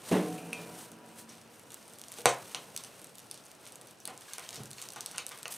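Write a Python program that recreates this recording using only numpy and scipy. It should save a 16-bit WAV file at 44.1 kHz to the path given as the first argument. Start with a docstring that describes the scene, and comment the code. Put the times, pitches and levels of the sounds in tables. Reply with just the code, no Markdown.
"""A small cabin room, close to an open iron wood stove: a log thunks in and the plates ring on.
The fire hisses, flutters, snaps and pops once loudly; a foot shifts on the boards and split logs knock.
Blows are sums of dying sines with a dull push of noise; snaps are sharp breaks through a broad resonance.
Hiss, flames and embers are shaped noise; a short room tail and a small stereo microphone colour it all."""
import sys
import numpy as np
from scipy import signal
from scipy.fft import rfft, irfft
from scipy.io import wavfile
from scipy.ndimage import uniform_filter1d

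SR = 44100
rng = np.random.default_rng(int(sys.argv[2]) if len(sys.argv) > 2 else 0)


def dump(signal):
    """Clip the signal to [-1, 1] and save it as 16-bit WAV at the path in sys.argv[1]."""
    limited = np.clip(np.atleast_2d(signal).T, -1, 1)
    pcm = np.round(limited * 32767).astype(np.int16)
    wavfile.write(sys.argv[1], SR, pcm)


N = 245637

# Log landing in the stove and settling: (time [s], ring level [dB], thud level [dB])
LOG_THUNKS = [(.112, -34.5, -21.5), (.124, -30.5, -26.5), (.150, -41, -28.5), (0.189, -48, -33)]
# Modes of the iron stove plates: (frequency [Hz], relative level [dB], 60 dB decay time [s])
STOVE_MODES = [(120, 1, 0.17), (171.3, -6.5, 2.1), (184.4, 8, 0.39), (225, -16, 6), (218, 4, 0.31),
               (272, -22, 5.2), (284.6, -20.5, 9.1), (307.4, 0.5, 0.84), (324, -17, 3.6), (368, -23, 0.25),
               (432, -13.5, 1.7), (431, 1.5, 0.35), (471, -8.5, 2.05), (580, -17, 1.3), (623, -28, 0.56),
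               (667, -23.5, 2.4), (658, -2, 0.26), (739.3, -19, 2.56), (754, -21, 0.2), (784, -22, 0.23),
               (970, -28, 7.9), (920, -28.5, 0.28), (1054, -7, 0.71), (1374, -15, 0.3)]
# Colour of a dull thud, wood on iron: (frequency [Hz], relative level [dB])
THUD_COLOUR = [(60, -35), (120, -26), (190, -1.5), (300, 6), (600, -3.5), (1200, -14.5), (2500, -20.5),
               (8000, -40.5)]
# Snaps of wood and bark that stand out: (time [s], peak level [dB], centre [Hz], room share [dB])
WOOD_SNAPS = [(0.5318, -24, 8000, -4), (0.9174, -34.5, 8900, -8), (1.2924, -36, 6200, 3),
              (1.354, -51, 7000, -12), (1.4146, -42, 7040, -14), (1.596, -38.5, 8900, -7),
              (1.7052, -34, 6730, -7), (1.7198, -31, 8840, -9), (1.7436, -25, 7920, -28),
              (1.8798, -38, 7900, -19), (1.936, -34.5, 8300, -16), (1.9864, -33.5, 7560, -12),
              (1.9953, -36, 8200, -6), (2.0155, -29.5, 8260, -19), (2.0384, -31.5, 4400, -18),
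              (2.084, -31, 7650, -9), (2.1191, -26, 8800, -11), (2.125, -31.5, 7800, -12),
              (2.14, -32, 6840, -12), (2.1856, -32, 6500, -16), (2.196, -31.5, 9690, -14.5),
              (2.2172, -33.5, 7040, -18), (2.2573, -2, 7200, -5.5), (2.291, -19.5, 6040, 3.5),
              (2.5475, -17.5, 4200, -8), (2.75, -39, 11000, -20), (2.764, -19, 7760, -15),
              (2.776, -21, 7800, -7), (2.8377, -27.5, 6500, -12), (2.8475, -30.5, 5770, -5),
              (3.017, -34, 8700, -13), (3.0444, -31, 7650, -12), (3.0703, -39, 8000, -16),
              (3.1548, -34.5, 8440, -17), (3.1834, -32, 8400, -12), (3.1934, -34, 8800, -19),
              (3.2007, -38, 7200, -19), (3.269, -43, 6300, -10), (3.3128, -22, 6900, -10),
              (3.3434, -32, 8050, -2), (3.376, -35, 5900, -3), (3.4589, -39, 9500, -8),
              (3.466, -38.5, 6500, -19), (3.5158, -35.5, 9000, -16), (3.6549, -37, 7000, -11),
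              (3.666, -33, 4670, -11), (3.6742, -37, 6700, -14.5), (3.7223, -33, 8200, -9),
              (3.757, -32.5, 6970, -11), (3.8135, -33, 9250, -16), (3.8182, -39, 8400, -10),
              (3.8717, -35, 8850, -1), (3.91, -37, 8400, -12), (4.0023, -36, 8700, -2),
              (4.054, -31, 7050, -13), (4.0545, -22, 8600, -10), (4.076, -20, 10000, -11),
              (4.1772, -31.5, 6450, -18), (4.2099, -35.5, 7900, -5), (4.3349, -21.5, 7550, -10),
              (4.3828, -24, 5600, -20), (4.3955, -29, 6700, -16), (4.4906, -25.5, 5250, -18),
              (4.5067, -31, 7100, -23), (4.5294, -31, 4670, -2), (4.5452, -30, 7300, -12),
              (4.5581, -27, 6300, -4), (4.565, -32.5, 6000, -4), (4.635, -29, 8700, -28),
              (4.6573, -32, 7300, -6), (4.707, -30, 9000, -9), (4.7137, -27, 6900, -24),
              (4.7321, -31.5, 6940, -10), (4.7832, -31.5, 3820, -2.5), (4.817, -25, 8230, -3),
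              (4.8243, -27.5, 6050, -13), (4.888, -27, 7888, -17), (4.9042, -29.5, 7340, -13),
              (4.9218, -29.5, 8800, -7), (4.9347, -32.5, 8030, -12), (4.961, -31.5, 7700, -5),
              (5.0077, -20.5, 6670, -14), (5.014, -32, 7000, 0), (5.0611, -21.5, 7300, -8),
              (5.1134, -30, 6000, -6), (5.1186, -32, 7600, -16), (5.161, -31, 6200, -8),
              (5.1768, -31, 6550, -22), (5.1817, -16, 4900, -7), (5.2658, -21, 7960, -13),
              (5.283, -33, 8600, -15.5), (5.2916, -24.5, 10000, -19), (5.318, -32, 5800, -10),
              (5.3763, -32, 8550, -15.5), (5.3876, -33, 7280, -18), (5.4306, -26.5, 8200, -27),
              (5.456, -27.5, 3220, -6.5), (5.4805, -24.5, 8440, -22.5), (5.54, -27.5, 7900, -25)]
# Woody knocks and pops: (time [s], peak level [dB], pitch factor, ring time factor,
# treble tilt [dB per octave], room share [dB])
WOOD_KNOCKS = [(2.186, -42.5, 0.83, 2.3, -17, 4.5), (2.2571, -5.5, .99, 1.1, 0, -2),
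               (2.5473, -31, 1.34, 0.48, -1, 2.5), (4.0753, -42, 1.2, 1.3, 5, 10.5),
               (4.092, -43, 1.38, 4, -6, 4), (4.283, -48, 3, 3, -22, -11), (4.306, -51.5, 2.89, 4.1, -8, 4),
               (4.3823, -32, 1.02, 0.74, 10, 2), (4.439, -42, 5.8, 0.49, -9, 3),
               (4.9614, -36, 1.59, 0.94, -3, 7.5), (5.1444, -40.5, 1.9, 0.48, 0, 11),
               (5.1815, -24, 1.69, 0.45, 13, 0.5), (5.312, -37, 2.17, 0.87, -2, 7.5),
               (5.4564, -30.5, 1.24, 1.6, 4, 0.5)]
# Modes of a small log before each knock's factors: (frequency [Hz], relative level [dB], 60 dB decay [s])
LOG_MODES = [(464, -30, 0.055), (557, 7.5, 0.021), (751, 9, 0.015), (973, 15, 0.0055), (1510, 13, 0.0026),
             (2180, 4.5, 0.0039)]
# Bright clinks on iron or stone: (time [s], peak level [dB], pitch factor, ring time factor)
CLINKS = [(0.3827, -39, 1, 1), (.431, -46, 1, 1), (.530, -25, 1, 1.2), (2.2573, -10, 1.63, .16),
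          (5.1817, -31, .97, .7), (5.456, -28, 1.12, .35)]
# Modes of a clink before each clink's factors: (frequency [Hz], relative level [dB], 60 dB decay [s])
CLINK_MODES = [(2446, -23, 0.024), (2404, -7, 0.39), (2574, 8, 0.025), (2590, -6, 0.019)]
# Boards answering the loud pop and a shifting foot: (time [s], ring level [dB], thud level [dB])
BOARD_BLOWS = [(2.258, -25, -62), (4.578, -38.5, -46), (4.605, -29, -54), (4.649, -34, -55),
               (4.71, -41, -63)]
# Modes of the floor boards: (frequency [Hz], relative level [dB], 60 dB decay time [s])
BOARD_MODES = [(62.6, 0, 0.29), (91, -21, .16), (129, 4.5, 0.4), (145, 7.5, 0.13), (178, -27, 0.3),
               (213, -1, 0.28), (261, -2.5, 0.15), (360, -16, 0.27), (464, -31, 0.15)]
# Swells of hiss, from steam and from sleeves brushing: (time of top [s], level [dB],
# rise over 20 dB [s], fall over 20 dB [s], extra treble [dB])
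HISS_SWELLS = [(0.1, -42, .1, 0.25, 0.5), (0.33, -52.5, 0.56, 0.55, 2.5), (0.6, -50.5, 0.12, 0.18, -3),
               (0.82, -49.5, 0.36, 0.13, 3), (1.094, -58, 0.12, 0.077, -2), (1.198, -50.5, 0.083, 0.06, 5),
               (1.308, -53.5, 0.074, 0.24, -3.5), (1.547, -62, 0.14, 0.13, 4), (1.75, -61, 0.27, 1, 2),
               (2.19, -50.5, 0.11, 0.071, 2), (2.495, -53, 0.79, 0.66, 0.5), (3.0, -56, 0.6, 0.12, 1),
               (3.197, -61, 0.44, 0.58, 0), (3.517, -62.5, 0.19, 0.1, 1), (3.672, -54, 0.19, 0.17, -2),
               (3.868, -62, 0.13, 0.29, 1), (4.213, -56, 0.14, .25, -2), (4.296, -50, 0.078, 0.41, -1.5),
               (4.44, -53, 0.05, .2, -2), (4.56, -49.5, 0.17, 0.15, -3), (4.662, -63, 0.117, 0.033, 0),
               (4.79, -52.5, 0.081, 0.25, -1), (4.83, -52, .1, 0.22, -3), (4.98, -52, 0.067, 0.13, -7),
               (5.12, -50, 0.16, 0.14, -4), (5.324, -52, 0.087, 0.44, -2), (5.51, -44.5, 0.0091, 0.13, 6.5)]
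# Colour of the swelling hiss: (frequency [Hz], relative level [dB])
HISS_COLOUR = [(500, -10), (900, 1.5), (1500, -5), (2500, -4.5), (4000, -4), (7000, -5), (11000, -9),
               (15500, -6.5), (16100, -42)]
# Flutter of the flames: (time [s], level [dB])
FLAME_FLUTTER = [(0, -53), (.1, -46), (.3, -46), (.47, -49), (.56, -46), (.9, -52.5), (1.3, -55.5),
                 (1.65, -55), (2.05, -57), (2.2, -53), (3.0, -53.5), (3.1, -56.5), (3.45, -56.5),
                 (3.8, -55), (4.04, -58.5), (4.1, -51), (4.35, -61.5), (4.6, -49), (4.75, -58),
                 (4.9, -54.5), (5.3, -56.5), (5.57, -55.5)]
# Colour of the flames: (frequency [Hz], relative level [dB])
FLAME_COLOUR = [(15, -49), (25, -38), (54, 2), (129, 6), (352, -0.5), (405, 2.5), (604, 1), (1170, -10),
                (1370, -6.5), (2010, -15.5), (3000, -13.5), (3900, -67), (6600, -120)]
# Colour of the embers' steady, duller hiss: (frequency [Hz], relative level [dB])
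EMBER_COLOUR = [(500, -17), (1000, 6), (2500, -5.5), (5000, 1.5), (9000, -15.5), (12000, -16), (15500, -6),
                (16100, -45)]
# Likeness of the fire in the left and right channels: (frequency [Hz], likeness [0 to 1])
FIRE_LIKENESS = [(25, .998), (15000, .998)]
# Decay of the cabin room: (frequency [Hz], 60 dB decay time [s])
ROOM_DECAY = [(150, 0.16), (530, 0.32), (1400, .32), (3700, 0.23), (8000, 0.16), (14000, 0.072)]
# Colour of the room tail, its treble swallowed by soft walls: (frequency [Hz], relative level [dB])
ROOM_COLOUR = [(100, 3.5), (400, -2), (2000, -1), (6000, 4), (14000, -10)]
# Response of the small microphone: (frequency [Hz], gain [dB])
MIC_RESPONSE = [(20, -40), (60, -24.5), (110, -5), (3200, 1), (4100, 0.5), (5100, -1.5), (6000, 1),
                (7300, -0.5), (8600, 5.5), (10500, 2), (11700, 1), (12600, -5), (14000, -1), (16000, -14)]
# Colour of each capsule's own steady noise: (frequency [Hz], relative level [dB])
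CAPSULE_COLOUR = [(12, -49), (20, -14.5), (342, 2.5), (393, 1.5), (478, 2), (2540, -11), (5850, -18),
                  (11400, -31), (15500, -27)]

SNAP_SHARPNESS, CRACKLE_SHARPNESS = 0.67, 0.98  # Q of the resonance that colours the break
CRACKLES_PER_S, CRACKLE_DB, CRACKLE_SPREAD_DB = 240, -68.5, 4
# Steam after a snap: level for a 0 dB snap, change per dB of snap, 60 dB decay [s]
SIZZLE_DB, SIZZLE_PER_DB, SIZZLE_T60_S = -42, 0.6, 0.42
TREBLE_HZ = 6500  # the hiss above this is the treble
EMBERS_DB, CAPSULE_DB = -68, -63.5  # rms levels, embers ahead of the microphone
CEILING, EDGE_HZ = 0.85, 16650  # soft limit of the amplitude; upper band limit


def stove_thunks():
    """Each blow of the log sets the iron plates ringing and pushes out a dull thud."""
    out = np.zeros(N)
    plates = stove_ring()
    for s, ring_db, thud_db in LOG_THUNKS:
        add(out, s, amp(ring_db) * plates)
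        add(out, s, thud(thud_db, t60=0.37))
    return out


def stove_ring():
    """Many close plate modes crowd each listed one, so it swells and fades by chance as it dies."""
    t = np.arange(3 * SR) / SR
    knots = np.arange(0, 3.1, 0.045)
    settling = 1 - np.exp(-(t / 0.11) ** 2)  # the wavering grows after the blow
    out = np.zeros(len(t))
    for mode in STOVE_MODES:
        chance = rng.standard_normal(len(knots))
        waver = 1 + 0.73 * np.interp(t, knots, chance) * settling
        out += waver * ring([mode], 3)
    return out * (1 - np.exp(-t / 0.0016))  # bark cushions the blow


def thud(db, t60):
    """A dull push of dying noise with a soft start."""
    t = np.arange(SR // 2) / SR
    hz = np.fft.rfftfreq(len(t), 1 / SR)
    chance = rng.standard_normal(len(t))
    dull = evened(irfft(rfft(chance) * amp(read(THUD_COLOUR, hz)), len(t)))
    return amp(db - 60 * t / t60) * (1 - np.exp(-t / 0.0053)) * dull


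def snap(burst, hz, sharpness):
    """One sharp break and a few milliseconds of dying splinters, coloured by one broad resonance."""
    crack = 0.23 * burst * amp(-60 * np.arange(len(burst)) / SR / 0.0057)
    crack[0] = -1
    b, a = signal.iirpeak(hz, sharpness, SR)
    coloured = signal.lfilter(b, a, signal.lfilter(b, a, crack))
    return peaked(coloured + 0.074 * np.diff(crack, prepend=0))  # the rest stays raw and bright


def wood_snaps(near, far):
    """Burning wood and bark break sharply, each with its own share of the room."""
    for s, db, hz, room_db in WOOD_SNAPS:
        sound = amp(db) * snap(rng.standard_normal(400), hz, SNAP_SHARPNESS)
        add(near, s, sound)
        add(far, s, amp(room_db) * sound)


def wood_knocks(near, far):
    """A struck log rings briefly in a few modes, tilted duller or brighter blow by blow."""
    thin = signal.butter(4, 330, "high", fs=SR)  # a small log radiates no bass
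    for s, db, factor, lasting, tilt_db, room_db in WOOD_KNOCKS:
        struck = [(hz, mode_db + tilt_db * np.log2(hz / 560), t60) for hz, mode_db, t60 in LOG_MODES]
        body = ring(struck, 1 / 8, factor, lasting)
        sound = amp(db) * peaked(signal.lfilter(*thin, body))
        add(near, s, sound)
        add(far, s, amp(room_db) * sound)


def clinks(near, far):
    """Iron or stone rings high and briefly when touched."""
    for s, db, factor, lasting in CLINKS:
        sound = amp(db) * peaked(ring(CLINK_MODES, 1 / 2, factor, lasting))
        add(near, s, sound)
        add(far, s, amp(-9.5) * sound)


def board_blows():
    """The loud pop and a shifting foot set the floor boards ringing, each with a soft thud."""
    out = np.zeros(N)
    boards = peaked(ring(BOARD_MODES, 1))
    for s, ring_db, thud_db in BOARD_BLOWS:
        add(out, s, amp(ring_db) * boards)
        add(out, s, thud(thud_db, t60=0.18))
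    return out


def fire():
    """The fire's continuous sound: swelling hiss, fluttering flames, embers and small crackles."""
    return swelling_hiss() + flames() + embers() + amp(CRACKLE_DB) * evened(crackles())


def swelling_hiss():
    """Noise split at the treble edge, each part following its own swells."""
    hiss = noise(HISS_COLOUR, patchy_db=0.6, flicker_db=2.0, size=256)
    treble = signal.filtfilt(*signal.butter(2, TREBLE_HZ, "high", fs=SR), hiss)
    low_gain, treble_gain = hiss_gains()
    return low_gain * (hiss - treble) + treble_gain * treble


def hiss_gains():
    """The swells and the steam after each snap add up in power: gains below and above the treble edge."""
    t = np.arange(0, N / SR + 0.002, 0.001)
    s, db, rise, fall, treble_db = np.transpose(HISS_SWELLS)[..., None]
    swells = amp(db - 20 * np.maximum((s - t) / rise, (t - s) / fall)) ** 2
    s, db = np.transpose(WOOD_SNAPS)[:2, :, None]
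    steam_db = SIZZLE_DB + SIZZLE_PER_DB * db - 60 * abs(t - s) / SIZZLE_T60_S
    sizzle = (((t > s) * amp(steam_db)) ** 2).sum(0)
    low_power = swells.sum(0) + sizzle
    treble_power = (swells * amp(treble_db) ** 2).sum(0) + sizzle
    return [np.interp(np.arange(N) / SR, t, np.sqrt(power)) for power in (low_power, treble_power)]


def flames():
    """Low turbulent noise whose level flutters."""
    s, db = np.transpose(FLAME_FLUTTER)
    gain = amp(np.interp(np.arange(N) / SR, s, db))
    return gain * noise(FLAME_COLOUR, patchy_db=0.7, flicker_db=0.7, size=1024)


def embers():
    """A hiss of constant mean level with a slight flicker."""
    return amp(EMBERS_DB) * noise(EMBER_COLOUR, patchy_db=0.0, flicker_db=1.3, size=512)


def crackles():
    """Small breaks come by chance, in six pitches and uneven sizes."""
    strength = amp(CRACKLE_SPREAD_DB * np.minimum(rng.exponential(1, N), 4))
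    sizes = strength * (rng.random(N) < CRACKLES_PER_S / SR)
    kind = rng.integers(0, 6, N)
    out = np.zeros(N)
    for k, hz in enumerate(np.geomspace(6500, 12500, num=6)):
        one = snap(rng.standard_normal(300), hz, CRACKLE_SHARPNESS)
        out += signal.oaconvolve(sizes * (kind == k), one)[:N]
    return out


def room(x):
    """Sparse taps of random sign, each band dying at its own speed; both channels get nearly the same tail."""
    taps = np.zeros((2, SR // 2))
    slots = np.arange(60, SR // 2 - 20, 10)
    at = slots + rng.integers(0, 10, (2, len(slots)))
    np.put_along_axis(taps, at, rng.choice([-1., 1.], at.shape), 1)
    hz, t, z = signal.stft(taps, SR, nperseg=256)
    decay_db = read(ROOM_COLOUR, hz)[:, None] - 60 * t / read(ROOM_DECAY, hz)[:, None]
    mid, side = signal.istft(z * amp(decay_db), SR, nperseg=256)[1]
    tail = np.array([mid + 0.094 * side, mid - 0.083 * side]) / np.linalg.norm(mid)
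    return signal.fftconvolve(x[None], tail, axes=1)[:, :N]


def ring(modes, seconds, factor=1, lasting=1):
    """Dying sines, all set off by one blow."""
    t = np.arange(round(seconds * SR)) / SR
    out = np.zeros(len(t))
    for hz, db, t60 in modes:
        decay = amp(db - 60 * t / max(t60 * lasting, 0.003))
        out -= decay * np.sin(2 * np.pi * hz * factor * t)
    return out


def noise(spectrum, patchy_db, flicker_db, size, likeness=FIRE_LIKENESS):
    """Random short-time spectra with drifting patches and a flicker common to all bands, in stereo."""
    frames, hz = 4 * N // size + 5, np.fft.rfftfreq(size, 1 / SR)
    a, b, c, d, patches = rng.standard_normal((frames, len(hz), 5)).T
    patches = uniform_filter1d(patches, size=8, axis=0)  # across frequency
    patches = evened(uniform_filter1d(patches, size=12, axis=1))  # across time
    flicker = evened(uniform_filter1d(rng.standard_normal(frames), size=4))
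    same = read(likeness, hz)[:, None]
    left, other = a + 1j * b, c + 1j * d
    z = np.array([left, same * left + np.sqrt(1 - same ** 2) * other])
    z *= amp(read(spectrum, hz)[:, None] + patchy_db * patches + flicker_db * flicker)
    return evened(signal.istft(z, nperseg=size, noverlap=3 * size // 4)[1][:, :N])


def amp(db):
    """Decibels to amplitude."""
    return 10 ** (np.asarray(db) / 20)


def evened(x):
    """Scale to an rms of one."""
    return x / np.sqrt(np.mean(x ** 2) + 1e-20)


def peaked(x):
    """Scale to a peak of one."""
    return x / (abs(x).max() + 1e-20)


def read(points, hz):
    """Read a curve between its points on a log frequency axis."""
    f, value = np.transpose(points)
    return np.interp(np.log(hz + 1), np.log(f + 1), value)


def add(mix, s, sound):
    """Lay a sound into the mix at s seconds."""
    part = mix[round(s * SR):][:len(sound)]
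    part += sound[:len(part)]


def scene():
    """Direct sound at left and right, then the room tail and the fire behind it."""
    near, far = np.zeros((2, N))  # direct sound; what is sent into the room
    wood_snaps(near, far)
    wood_knocks(near, far)
    clinks(near, far)
    blows = stove_thunks() + board_blows()
    left = near + blows
    right = amp(0.53) * left + 0.175 * np.gradient(near)  # the slope changes the treble at right
    return np.array([left, right]) + room(far + amp(-24) * blows) + fire()


def record(dry):
    """A soft ceiling, the small microphone's colour as a causal filter, its own noise and the band limit."""
    log_gain = np.log(amp(read(MIC_RESPONSE, abs(np.fft.fftfreq(8192, 1 / SR)))))
    minimum_phase = -signal.hilbert(log_gain).imag
    colour = np.fft.ifft(np.exp(log_gain + 1j * minimum_phase)).real[:4096]
    limited = CEILING * np.tanh(dry / CEILING)
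    heard = signal.oaconvolve(limited, colour[None])[:, :N]
    unlike = [(20, 0), (20000, 0)]  # the two capsules' noises are independent
    heard = heard + amp(CAPSULE_DB) * noise(CAPSULE_COLOUR, 0, 0, size=2048, likeness=unlike)
    band_limit = signal.firwin(511, EDGE_HZ, window=("kaiser", 9), fs=SR)
    return signal.oaconvolve(heard, band_limit[None], "same")


dry = scene()
out = record(dry)
dump(out)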